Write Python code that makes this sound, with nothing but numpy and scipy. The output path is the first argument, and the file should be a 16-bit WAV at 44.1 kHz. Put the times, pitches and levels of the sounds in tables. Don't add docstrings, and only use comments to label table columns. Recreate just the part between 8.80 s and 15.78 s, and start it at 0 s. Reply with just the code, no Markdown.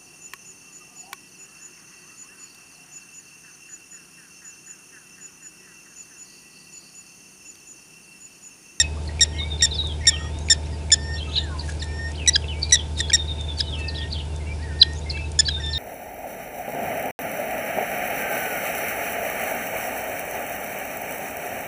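import sys
import numpy as np
from scipy import signal
from scipy.fft import rfft, irfft
from scipy.io import wavfile
from scipy.ndimage import uniform_filter1d

SR = 44100
rng = np.random.default_rng(int(sys.argv[2]) if len(sys.argv) > 2 else 0)


def magnitude_from_level(level_db):
    exponent = np.asarray(level_db, float) / 20
    return 10 ** exponent


def bounce(signal):
    frames = np.transpose(np.atleast_2d(signal))
    limited = np.clip(frames, -1, 1)
    pcm = np.round(limited * 32767).astype(np.int16)
    wavfile.write(sys.argv[1], SR, pcm)


N = 307818

# frequency in Hz, gain in dB.
BEAK = [(1000, 0), (9000, 0)]


def at_hz(points, hz):
    points = np.array(points)
    return np.interp(np.log(hz), np.log(points[:, 0]), points[:, 1])


def drift(size, rate):
    r = np.exp(-2 * np.pi * rate / SR)
    settle = 3000
    slow = signal.lfilter([1], [1, -2 * r, r * r], rng.standard_normal(size + settle))[settle:]
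    return slow * np.sqrt((1 - r * r) ** 3 / (1 + r * r))


def band(x, low_hz, high_hz):
    return signal.sosfilt(signal.butter(2, [low_hz, high_hz], "band", fs=SR, output="sos"), x)


def add(out, s, sound):
    at = round(s * SR)
    sound, at = sound[max(-at, 0):], max(at, 0)
    out[at:at + len(sound)] += sound[:N - at]


def note(rows, throat, count, wobble, flutter_db, flutter_hz, breath_db, breath_hz):
    s, hz, level_db = np.transpose(rows)
    t = np.arange(s[0], s[-1], 1 / SR)
    pitch = uniform_filter1d(np.interp(t, s, hz), size=90) * (1 + wobble * drift(len(t), 137))
    phase = 2 * np.pi * (np.cumsum(pitch) / SR + rng.random())
    orders = np.arange(1, count + 1)[:, None]
    gains = magnitude_from_level(at_hz(throat, orders * pitch))
    gains = gains / np.sqrt(np.sum(gains ** 2, axis=0))
    flutter = magnitude_from_level(flutter_db * np.array([drift(len(t), flutter_hz) for k in range(count)]))
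    cleanness = np.minimum(2 * orders / count, 1) ** 2
    noise = np.array([drift(len(t), breath_hz) for k in range(count)])
    breath = 1 + magnitude_from_level(breath_db) * cleanness * noise
    spread = orders ** 2 * np.pi / count
    tone = np.sqrt(2) * np.sum(gains * flutter * breath * np.sin(orders * phase + spread), axis=0)
    edge = np.clip(np.minimum(t - s[0], s[-1] - t) / 0.0025, 0, 1)
    return tone * edge * np.interp(t, s, magnitude_from_level(level_db / 2)) ** 2


def tick(level_db, low_hz, high_hz, decay_s):
    t = np.arange(2000) / SR
    swell = t / decay_s * np.exp(-t / decay_s)
    return magnitude_from_level(level_db) * band(rng.standard_normal(len(t)) * swell, low_hz, high_hz)


def near_bird():
    # start in seconds, length in seconds, top pitch in Hz, level in dB, sag by the end in dB.
    chirps = [
        (-.008, 0.034, 1872, -11, 9.5),
        (.407, 0.037, 1890, -11.5, 6.5),
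        (0.821, 0.041, 1895, -13, 6),
        (1.268, 0.035, 1862, -8.5, 9.5),
        (1.698, 0.038, 1834, -10.5, 6.5),
        (2.116, 0.032, 1795, -10, 5.5),
        (3.474, .026, 1983, -11, 0.5),
        (3.921, 0.032, 1980, -9.5, 1.5),
        (4.331, 0.033, 1902, -10.5, 9.5),
        (6.588, 0.022, 1758, -11.5, -1),
    ]
    # frequency in Hz, gain in dB.
    throat = [(1800, -11), (3700, -5.5), (5400, -1), (6000, -3.5), (7200, -2), (8000, -13), (9200, -16.5),
              (10700, -22), (12000, -6)]
    attack_s, rise_s, drop_s, release_s = 0.0028, 0.009, 0.008, 0.0049
    out = np.zeros(N)
    for s, length, hz, level_db, sag_db in chirps:
        end = s + length
        start_hz = 0.96 * hz
        last_hz = hz * (1 - 3.64 * (length - 0.021))
        rows = [(s, start_hz, level_db - 25),
                (s + attack_s, start_hz, level_db - 2),
                (s + rise_s, 0.99 * hz, level_db + 0.3),
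                (s + 0.39 * length, hz, level_db),
                (end - drop_s, 0.594 * hz + 0.3934 * last_hz, level_db - 0.4 * sag_db),
                (end - release_s, last_hz, level_db - sag_db),
                (end, 0.93 * last_hz, level_db - 31)]
        add(out, s, note(rows, throat, count=6, wobble=0.006, flutter_db=2, flutter_hz=160,
                         breath_db=-9, breath_hz=380))
        add(out, end - 0.003, tick(-20, 2000, 4600, 0.0065))
        if 0 < s < 5:
            add(out, s - 0.0125, tick(3.9, 2180, 2500, 0.00068) + tick(-18.5, 3000, 6400, 0.0011))
            add(out, s + 0.00024, tick(-8, 1800, 8200, 0.00096))
    return band(out, 1300, 13000)


def clucks():
    # peak time in seconds, pitch in Hz, level in dB, length in seconds, third harmonic in dB.
    calls = [
        (3.026, 1814, -28.5, 0.015, -7),
        (3.561, 1637, -10, 0.012, -1.5),
        (3.956, 1870, -15, .011, 8),
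        (4.206, 1846, -17.5, 0.013, -6),
        (4.302, 1643, -19.5, 0.011, -11),
        (4.808, 1663, -15.5, 0.0096, 5.5),
        (6.031, 1623, -16.5, 0.0087, 4),
        (6.376, 1650, -34, 0.013, -24),
        (6.688, 1630, -18.5, 0.013, -5),
    ]
    # frequency in Hz, gain in dB.
    cluck_throat = [(1700, -4), (3300, -2.5), (5000, 4), (6700, -21), (7400, -3), (7900, -27)]
    out = np.zeros(N)
    for s, hz, level_db, length, third_db in calls:
        throat = [(f, g + third_db * (k == 2)) for k, (f, g) in enumerate(cluck_throat)]
        rows = [(s - 0.45 * length, 1.08 * hz, level_db - 8),
                (s, hz, level_db),
                (s + 0.58 * length, 0.987 * hz, level_db - 4.5),
                (s + 0.5 * length, 0.52 * hz, level_db - 37)]
        add(out, rows[0][0], note(rows, throat, count=5, wobble=0.014, flutter_db=1, flutter_hz=200,
                                  breath_db=-11, breath_hz=900))
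    return band(out, 1200, 13000)


def long_notes():
    # start in seconds, length in seconds, pitch in Hz, end level in dB, overtone gain in dB.
    calls = [
        (.44, 0.18, 1860, -44, 2),
        (1.207, 0.29, 1860, -39, 0),
        (2.138, 0.25, 1821, -35.5, 2),
        (3.027, 0.29, 1824, -36.5, -2),
        (4.991, 0.296, 1835, -41, -12),
        (5.884, 0.27, 1840, -37.5, -11),
        (6.797, 0.37, 1810, -32, 1),
    ]
    # frequency in Hz, gain in dB.
    long_throat = [(1850, 2), (3700, -18.5), (5500, -4), (7400, -15.5)]
    out = np.zeros(N)
    for s, length, hz, level_db, overtone_db in calls:
        rows = [(s, 1.045 * hz, level_db - 9),
                (s + 0.013, 1.04 * hz, level_db - 5),
                (s + 0.019, 0.985 * hz, level_db - 10),
                (s + 0.423 * length, 0.995 * hz, level_db - 4.5),
                (s + 0.9 * length, 1.01 * hz, level_db),
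                (s + 1.04 * length, 1.015 * hz, level_db - 26)]
        throat = [(f, g + overtone_db * (f > 2 * hz - 500)) for f, g in long_throat]
        add(out, s, note(rows, throat, count=4, wobble=0.002, flutter_db=2.8, flutter_hz=20,
                         breath_db=-19, breath_hz=300))
    return band(out, 1200, 13000)


def ticks():
    # time in seconds, peak level in dB.
    strikes = [(1.072, -32), (1.588, -30), (2.884, -37), (3.043, -30), (3.318, -29), (3.797, -35),
               (3.8987, -32), (3.911, -25), (2.865, -37), (4.19, -30), (4.611, -29), (5.4525, -39),
               (5.562, -32), (6.134, -30), (6.518, -27.5), (6.863, -29.5)]
    out = np.zeros(N)
    for s, level_db in strikes:
        add(out, s - 0.001, tick(level_db + 9.5, 5200, 9800, 0.001))
    return out


def swoops():
    # time of the top in seconds, fall in seconds, top in Hz, level at the top and on the shelf in dB.
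    calls = [
        (3.542, 0.015, 4860, -26, -17),
        (6.007, .023, 4950, -31.5, -5.5),
        (6.666, 0.031, 4660, -24.5, -23.5),
    ]
    shelf_hz, drop_hz = 4020, 3300
    out = np.zeros(N)
    for s, fall, top, top_db, db in calls:
        rows = [(s - 0.021, 0.62 * top, top_db - 22),
                (s - 0.009, 0.965 * top, top_db - 8),
                (s - 0.003, top, top_db),
                (s + 0.342 * fall, 0.95 * top, (top_db + db) / 2 - 1),
                (s + 0.404 * fall, shelf_hz, db),
                (s + 0.75 * fall, shelf_hz, db + 1),
                (s + 0.915 * fall, (shelf_hz + drop_hz) / 2, db - 11),
                (s + 0.927 * fall, drop_hz, db - 0.6),
                (s + fall + 0.006, drop_hz, db - 30)]
        add(out, rows[0][0], note(rows, BEAK, count=1, wobble=0.012, flutter_db=1.4, flutter_hz=120,
                                  breath_db=-15, breath_hz=600))
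    return out + 0.015 * band(out ** 2, 5500, 11000)


def pipes():
    # start in seconds, length in seconds, hook in Hz, pitch in Hz, level in dB.
    calls = [(0.583, 0.091, 4050, 3690, -31), (0.701, 0.076, 3760, 3620, -32),
             (0.793, 0.098, 4020, 3625, -27), (0.908, 0.072, 4200, 3600, -29.5),
             (1.031, 0.073, 4200, 3670, -30), (4.371, 0.088, 3750, 3664, -30),
             (4.477, 0.075, 3900, 3680, -30.5), (4.58, 0.08, 3710, 3610, -32),
             (4.68, 0.069, 3660, 3510, -34), (4.869, 0.071, 4090, 3650, -33.5),
             (6.696, 0.047, 4110, 3716, -30), (6.728, 0.072, 3660, 3660, -28),
             (6.82, 0.1, 3630, 3610, -30.5), (6.939, 0.081, 3770, 3690, -27)]
    hook_s, sag = 0.0225, 0.011
    return [[(s, hook, db - 8.5),
             (s + hook_s, hz, db),
             (s + 0.63 * length, (1 - sag) * hz, db - 3),
             (s + length, (1 - 3.9 * sag) * hz, db - 44)]
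            for s, length, hook, hz, db in calls]


def whistles():
    # start in seconds, length in seconds, from Hz, to Hz, level in dB.
    clear = [(-.01, 0.071, 2602, 2560, -35), (0.541, 0.14, 2096, 2290, -43), (1.18, .05, 2400, 2120, -58),
             (1.225, 0.12, 2100, 2370, -38.5), (0.778, .016, 4200, 4300, -44),
             (2.797, .02, 4800, 4870, -42), (2.379, 0.024, 4150, 4114, -40), (3.682, .032, 3000, 3030, -40),
             (3.713, 0.028, 3000, 2400, -41), (3.816, 0.026, 4550, 4360, -34),
             (4.823, 0.071, 3050, 2980, -47), (4.893, 0.15, 1300, 1280, -56.5),
             (5.164, 0.019, 5150, 5380, -41), (5.335, 0.02, 4550, 4550, -46),
             (6.143, .014, 4700, 6200, -50), (6.364, 0.014, 4000, 3930, -39),
             (6.299, 0.02, 4150, 4070, -38), (6.65, .024, 3500, 4300, -53),
             (1.077, 0.051, 3520, 3130, -36.5), (1.302, 0.056, 3480, 2986, -32),
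             (2.401, 0.035, 3005, 3290, -35), (2.362, 0.23, 2730, 2600, -48.5),
             (0.98, 0.041, 3980, 3720, -28), (2.695, 0.13, 1130, 910, -45),
             (3.343, 0.024, 2500, 5300, -45.5), (3.739, .15, 2250, 2400, -46.5),
             (3.955, 0.022, 3600, 3410, -28.5), (4.77, 0.03, 4640, 4320, -33.5),
             (4.921, 0.04, 3520, 2770, -36), (4.958, 0.14, 2680, 2594, -40),
             (5.666, 0.065, 2234, 2384, -40.5), (4.165, 0.091, 3800, 3300, -33.5),
             (6.258, 0.059, 2100, 2147, -44.5), (6.318, 0.14, 2676, 2602, -39),
             (6.347, 0.063, 2220, 2400, -41.5), (6.762, 0.033, 1496, 1615, -45)]
    # start in seconds, length in seconds, from Hz, to Hz.
    faint = [(1.829, 0.037, 3400, 4100), (1.917, 0.045, 5100, 4670), (2.188, 0.053, 5100, 4450),
             (3.07, 0.082, 2300, 2460), (1.855, 0.019, 5100, 6900), (2.8, .025, 3900, 3900),
             (2.0, 0.037, 2700, 2530), (3.9, .05, 3900, 3600), (6.21, 0.037, 3600, 4000),
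             (1.387, .1, 3350, 3330), (1.5, 0.13, 3450, 3900), (6.885, .03, 2800, 3600),
             (2.88, 0.053, 6200, 6720), (4.95, .012, 5200, 5500), (5.549, 0.029, 3550, 3580),
             (5.655, 0.039, 2700, 2800), (6.45, 0.027, 4000, 3800)]
    calls = [tuple(row) for row in clear] + [(*row, -51) for row in faint]
    edge = 0.13
    shape = [(0, 9), (edge, 0), (1 - edge, 0), (1, 9)]
    return [[(s + k * length, a + k * (b - a), db - loss) for k, loss in shape]
            for s, length, a, b, db in calls]


def coos():
    # start in seconds, length in seconds, top in Hz, level in dB.
    calls = [
        (2.555, .19, 1860, -44.5),
        (5.788, 0.16, 1906, -47),
    ]
    return [[(s, 0.83 * hz, db - 6),
             (s + 0.271 * length, hz, db),
             (s + 0.4 * length, 0.99 * hz, db),
             (s + 0.78 * length, 0.8 * hz, db),
             (s + length, 0.76 * hz, db - 9)]
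            for s, length, hz, db in calls]


def hoots():
    # peak time in seconds, peak level in dB, pitch in Hz, length in seconds.
    calls = [(0.174, -40, 1140, 0.0096), (0.617, -42.5, 1130, 0.011), (1.041, -44, 1116, .012),
             (1.332, -42, 1230, 0.011), (1.363, -47, 1280, 0.01), (1.387, -45, 1290, 0.0125),
             (1.414, -43, 1294, 0.012), (1.447, -42, 1245, 0.013), (1.933, -48, 1890, 0.02),
             (2.488, -42.5, 1276, .03), (2.84, -45, 1850, 0.022), (5.005, -49, 4320, 0.039),
             (5.036, -44, 3700, .03), (5.514, -52, 2780, 0.041), (5.615, -47.5, 2110, 0.028)]
    return [[(s - length / 2, 1.02 * hz, db - 5),
             (s, hz, db),
             (s + length / 2, 0.98 * hz, db - 5)]
            for s, db, hz, length in calls]


def falls():
    # start in seconds, length in seconds, from Hz, to Hz, peak level in dB.
    calls = [(0.273, 0.02, 4540, 4080, -35.5), (0.287, 0.014, 1970, 1870, -37),
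             (0.516, 0.047, 3730, 2700, -47), (4.186, 0.02, 5440, 4830, -30),
             (4.189, 0.021, 4300, 3940, -31), (4.278, 0.027, 4500, 3970, -40),
             (4.47, 0.021, 4900, 3800, -48), (1.358, .018, 3080, 2560, -36), (2.333, .018, 5200, 4280, -40),
             (3.838, 0.014, 4100, 3720, -32.5), (5.14, 0.019, 4800, 4220, -42),
             (5.182, 0.02, 5350, 4470, -37), (5.3, .018, 4950, 4450, -41), (5.27, .025, 3420, 3100, -51),
             (6.152, 0.034, 3980, 3380, -47.5), (2.559, 0.033, 3300, 2770, -30),
             (2.574, 0.025, 4205, 3600, -14), (2.598, 0.028, 3900, 3430, -34.5),
             (2.786, 0.03, 4970, 3990, -33), (2.88, 0.031, 1655, 1658, -33.5),
             (2.995, 0.057, 5340, 3520, -36.5), (3.367, .017, 5200, 3600, -49),
             (3.373, 0.088, 3220, 2360, -35.5), (3.638, 0.012, 2770, 2670, -33.5),
             (3.612, 0.03, 4100, 2460, -41.5), (3.675, 0.023, 4110, 2900, -39.5),
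             (3.824, 0.019, 5100, 4220, -24), (3.892, 0.03, 4210, 3870, -34.5),
             (3.988, 0.025, 3500, 3000, -30), (4.151, 0.033, 4950, 3800, -41),
             (4.787, 0.037, 4440, 3300, -29.5), (5.08, 0.028, 5100, 3750, -31.5),
             (6.295, 0.026, 5290, 3940, -26.5), (6.927, 0.025, 4830, 3690, -25.5)]
    return [[(s, a, db - 10),
             (s + 0.42 * length, a + 0.61 * (b - a), db),
             (s + length, b, db - 17)]
            for s, length, a, b, db in calls]


def flicks():
    # time of the top in seconds, slide in seconds, top in Hz, end in Hz, level in dB.
    calls = [(0.573, 0.02, 3200, 2930, -38), (0.947, 0.065, 5280, 3960, -35),
             (2.498, 0.015, 4200, 3000, -41), (5.831, 0.019, 4640, 3900, -47.5),
             (2.369, 0.0099, 3640, 3400, -37), (2.391, 0.015, 4120, 3100, -33),
             (2.526, 0.0076, 3640, 3880, -34.5), (2.542, 0.018, 4060, 3490, -30.5),
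             (2.57, 0.0123, 4260, 3940, -19.5), (5.161, 0.052, 4090, 3140, -32),
             (5.225, 0.023, 3740, 2730, -31), (5.327, 0.045, 4640, 3040, -30),
             (5.391, 0.024, 3770, 2750, -33.5)]
    flick_s = 0.014
    return [[(s - flick_s, 0.75 * top, db - 8),
             (s - 0.325 * flick_s, 0.96 * top, db - 4.5),
             (s, top, db),
             (s + 0.42 * slide, top + 0.74 * (end - top), db - 6.5),
             (s + slide, end, db - 6)]
            for s, slide, top, end, db in calls]


def small_birds():
    far, close = np.zeros(N), np.zeros(N)
    for rows in pipes() + whistles() + coos():
        add(far, rows[0][0], note(rows, BEAK, count=1, wobble=0.003, flutter_db=2.5, flutter_hz=40,
                                  breath_db=-14, breath_hz=300))
    for rows in falls() + flicks():
        place = close if rows[1][2] > -23 else far
        add(place, rows[0][0], note(rows, BEAK, count=1, wobble=0.011, flutter_db=2.6, flutter_hz=90,
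                                    breath_db=-9, breath_hz=450))
    for rows in hoots():
        add(far, rows[0][0], note(rows, BEAK, count=1, wobble=0.003, flutter_db=1.5, flutter_hz=50,
                                  breath_db=-23, breath_hz=300))
    return [x + 0.06 * band(x ** 2, 5000, 11000) for x in (far, close)]


def rasps():
    # start in seconds, length in seconds, from Hz, to Hz, level in dB.
    calls = [
        (1.348, 0.097, 6860, 7300, -55.5),
        (1.6, 0.096, 6250, 7000, -54),
        (2.47, 0.19, 6280, 7230, -53.5),
        (6.144, .054, 6100, 6800, -49),
    ]
    buzz_hz = 190
    out = np.zeros(N)
    for s, length, a, b, db in calls:
        rows = [(s, a, db - 5), (s + 0.7 * length, a + 0.75 * (b - a), db), (s + length, b, db - 3)]
        tone = note(rows, BEAK, count=1, wobble=0.012, flutter_db=3, flutter_hz=60,
                    breath_db=-6, breath_hz=500)
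        t = np.arange(len(tone)) / SR
        add(out, s, tone * (1 + np.sin(2 * np.pi * buzz_hz * t)))
    return out


def grass():
    # time of the middle in seconds, length in seconds, level in dB.
    steps = [
        (0.245, .05, -50.5),
        (2.799, 0.03, -46),
        (2.892, 0.079, -43),
        (3.03, 0.038, -48),
        (3.297, 0.039, -50),
        (3.83, 0.055, -49),
        (4.197, 0.028, -33),
        (4.797, 0.022, -34),
        (4.995, 0.016, -42),
        (6.313, 0.024, -46),
    ]
    t = np.arange(N) / SR
    swell = np.zeros(N)
    for s, length, level_db in steps:
        swell += magnitude_from_level(level_db) * np.exp(-((t - s) / length) ** 2 * 2)
    clicks = (rng.random(N) < 2500 / SR) * rng.standard_normal(N) * magnitude_from_level(3.7 * drift(N, 90))
    crackle = band(clicks, 2100, 9900)
    return swell * crackle / crackle.std()


def open_ground(x, near_db, far_db):
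    t = np.arange(round(SR / 2)) / SR
    sparse = (rng.random(len(t)) < 350 / SR) * magnitude_from_level(near_db - 60 * t / 0.17)
    haze = magnitude_from_level(far_db - 60 * t / 0.49)
    scatter = rng.standard_normal(len(t)) * (sparse + haze) * (t > 0.005)
    return x + band(signal.fftconvolve(x, scatter)[:N], 870, 4170)


def generator():
    # multiple of the engine cycle, level in dB rms.
    engine = [(4, -48.5), (5, -47.5), (6, -30), (7, -54), (8, -50), (9, -46.5), (11, -45.5), (12, -43.5),
              (15, -55.5), (16, -60), (24, -60.5)]
    # frequency in Hz, level in dB rms.
    whine = [(446.6, -58.5), (669.9, -55), (893.3, -53)]
    cycle_hz = 12.733
    turns = np.cumsum(1 + 0.000574 * drift(N, 1.05)) / SR
    lines = [(k * cycle_hz, level_db) for k, level_db in engine] + list(whine)
    out = np.zeros(N)
    for hz, level_db in lines:
        level = np.sqrt(2) * magnitude_from_level(level_db + 0.5 * drift(N, 10))
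        out += level * np.sin(2 * np.pi * (hz * turns + rng.random()))
    return out


def air():
    # frequency in Hz, spectral density in dB per Hz.
    spectrum = [(25, -17.5), (40, -12.5), (100, -5), (160, -13), (220, -13.5), (390, -13), (650, -19),
                (930, -21.5), (1150, -31.5), (1620, -27.5), (1800, -33), (4000, -33.5), (9000, -36),
                (11000, -38.5)]
    # centre in Hz, width in Hz, level in dB.
    chorus = [
        (2550, 730, -55.5),
        (3600, 220, -61),
        (4700, 59, -67.5),
        (5220, 800, -62),
    ]
    hz = np.maximum(np.fft.rfftfreq(N, 1 / SR), 10)
    still = irfft(rfft(rng.standard_normal(N)) * magnitude_from_level(at_hz(spectrum, hz)), N)
    out = magnitude_from_level(-38.5) * still / still.std()
    for centre_hz, width_hz, level_db in chorus:
        blur = band(rng.standard_normal(N), centre_hz - width_hz / 2, centre_hz + width_hz / 2)
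        out = out + magnitude_from_level(level_db + 2.5 * drift(N, 9)) * blur / blur.std()
    return out


def scene():
    near = open_ground(near_bird() + clucks() + long_notes() + ticks(), near_db=-26.5, far_db=-57.5)
    distant, close = small_birds()
    middle = open_ground(swoops() + close, near_db=-29, far_db=-66)
    far = open_ground(distant, near_db=-14, far_db=-43.5)
    return (near + middle + far + rasps() + grass() + generator() + air())[None]


def band_limit(x):
    return signal.sosfilt(signal.butter(12, 11800, fs=SR, output="sos"), x)


def record(dry):
    rounded = 1.02 * np.tanh(dry / 1.02)
    top_cut = signal.cheby2(14, 60, 11850, fs=SR, output="sos")
    mix = signal.sosfilt(top_cut, rounded)
    return band_limit(mix)


dry = scene()
out = record(dry)
bounce(out)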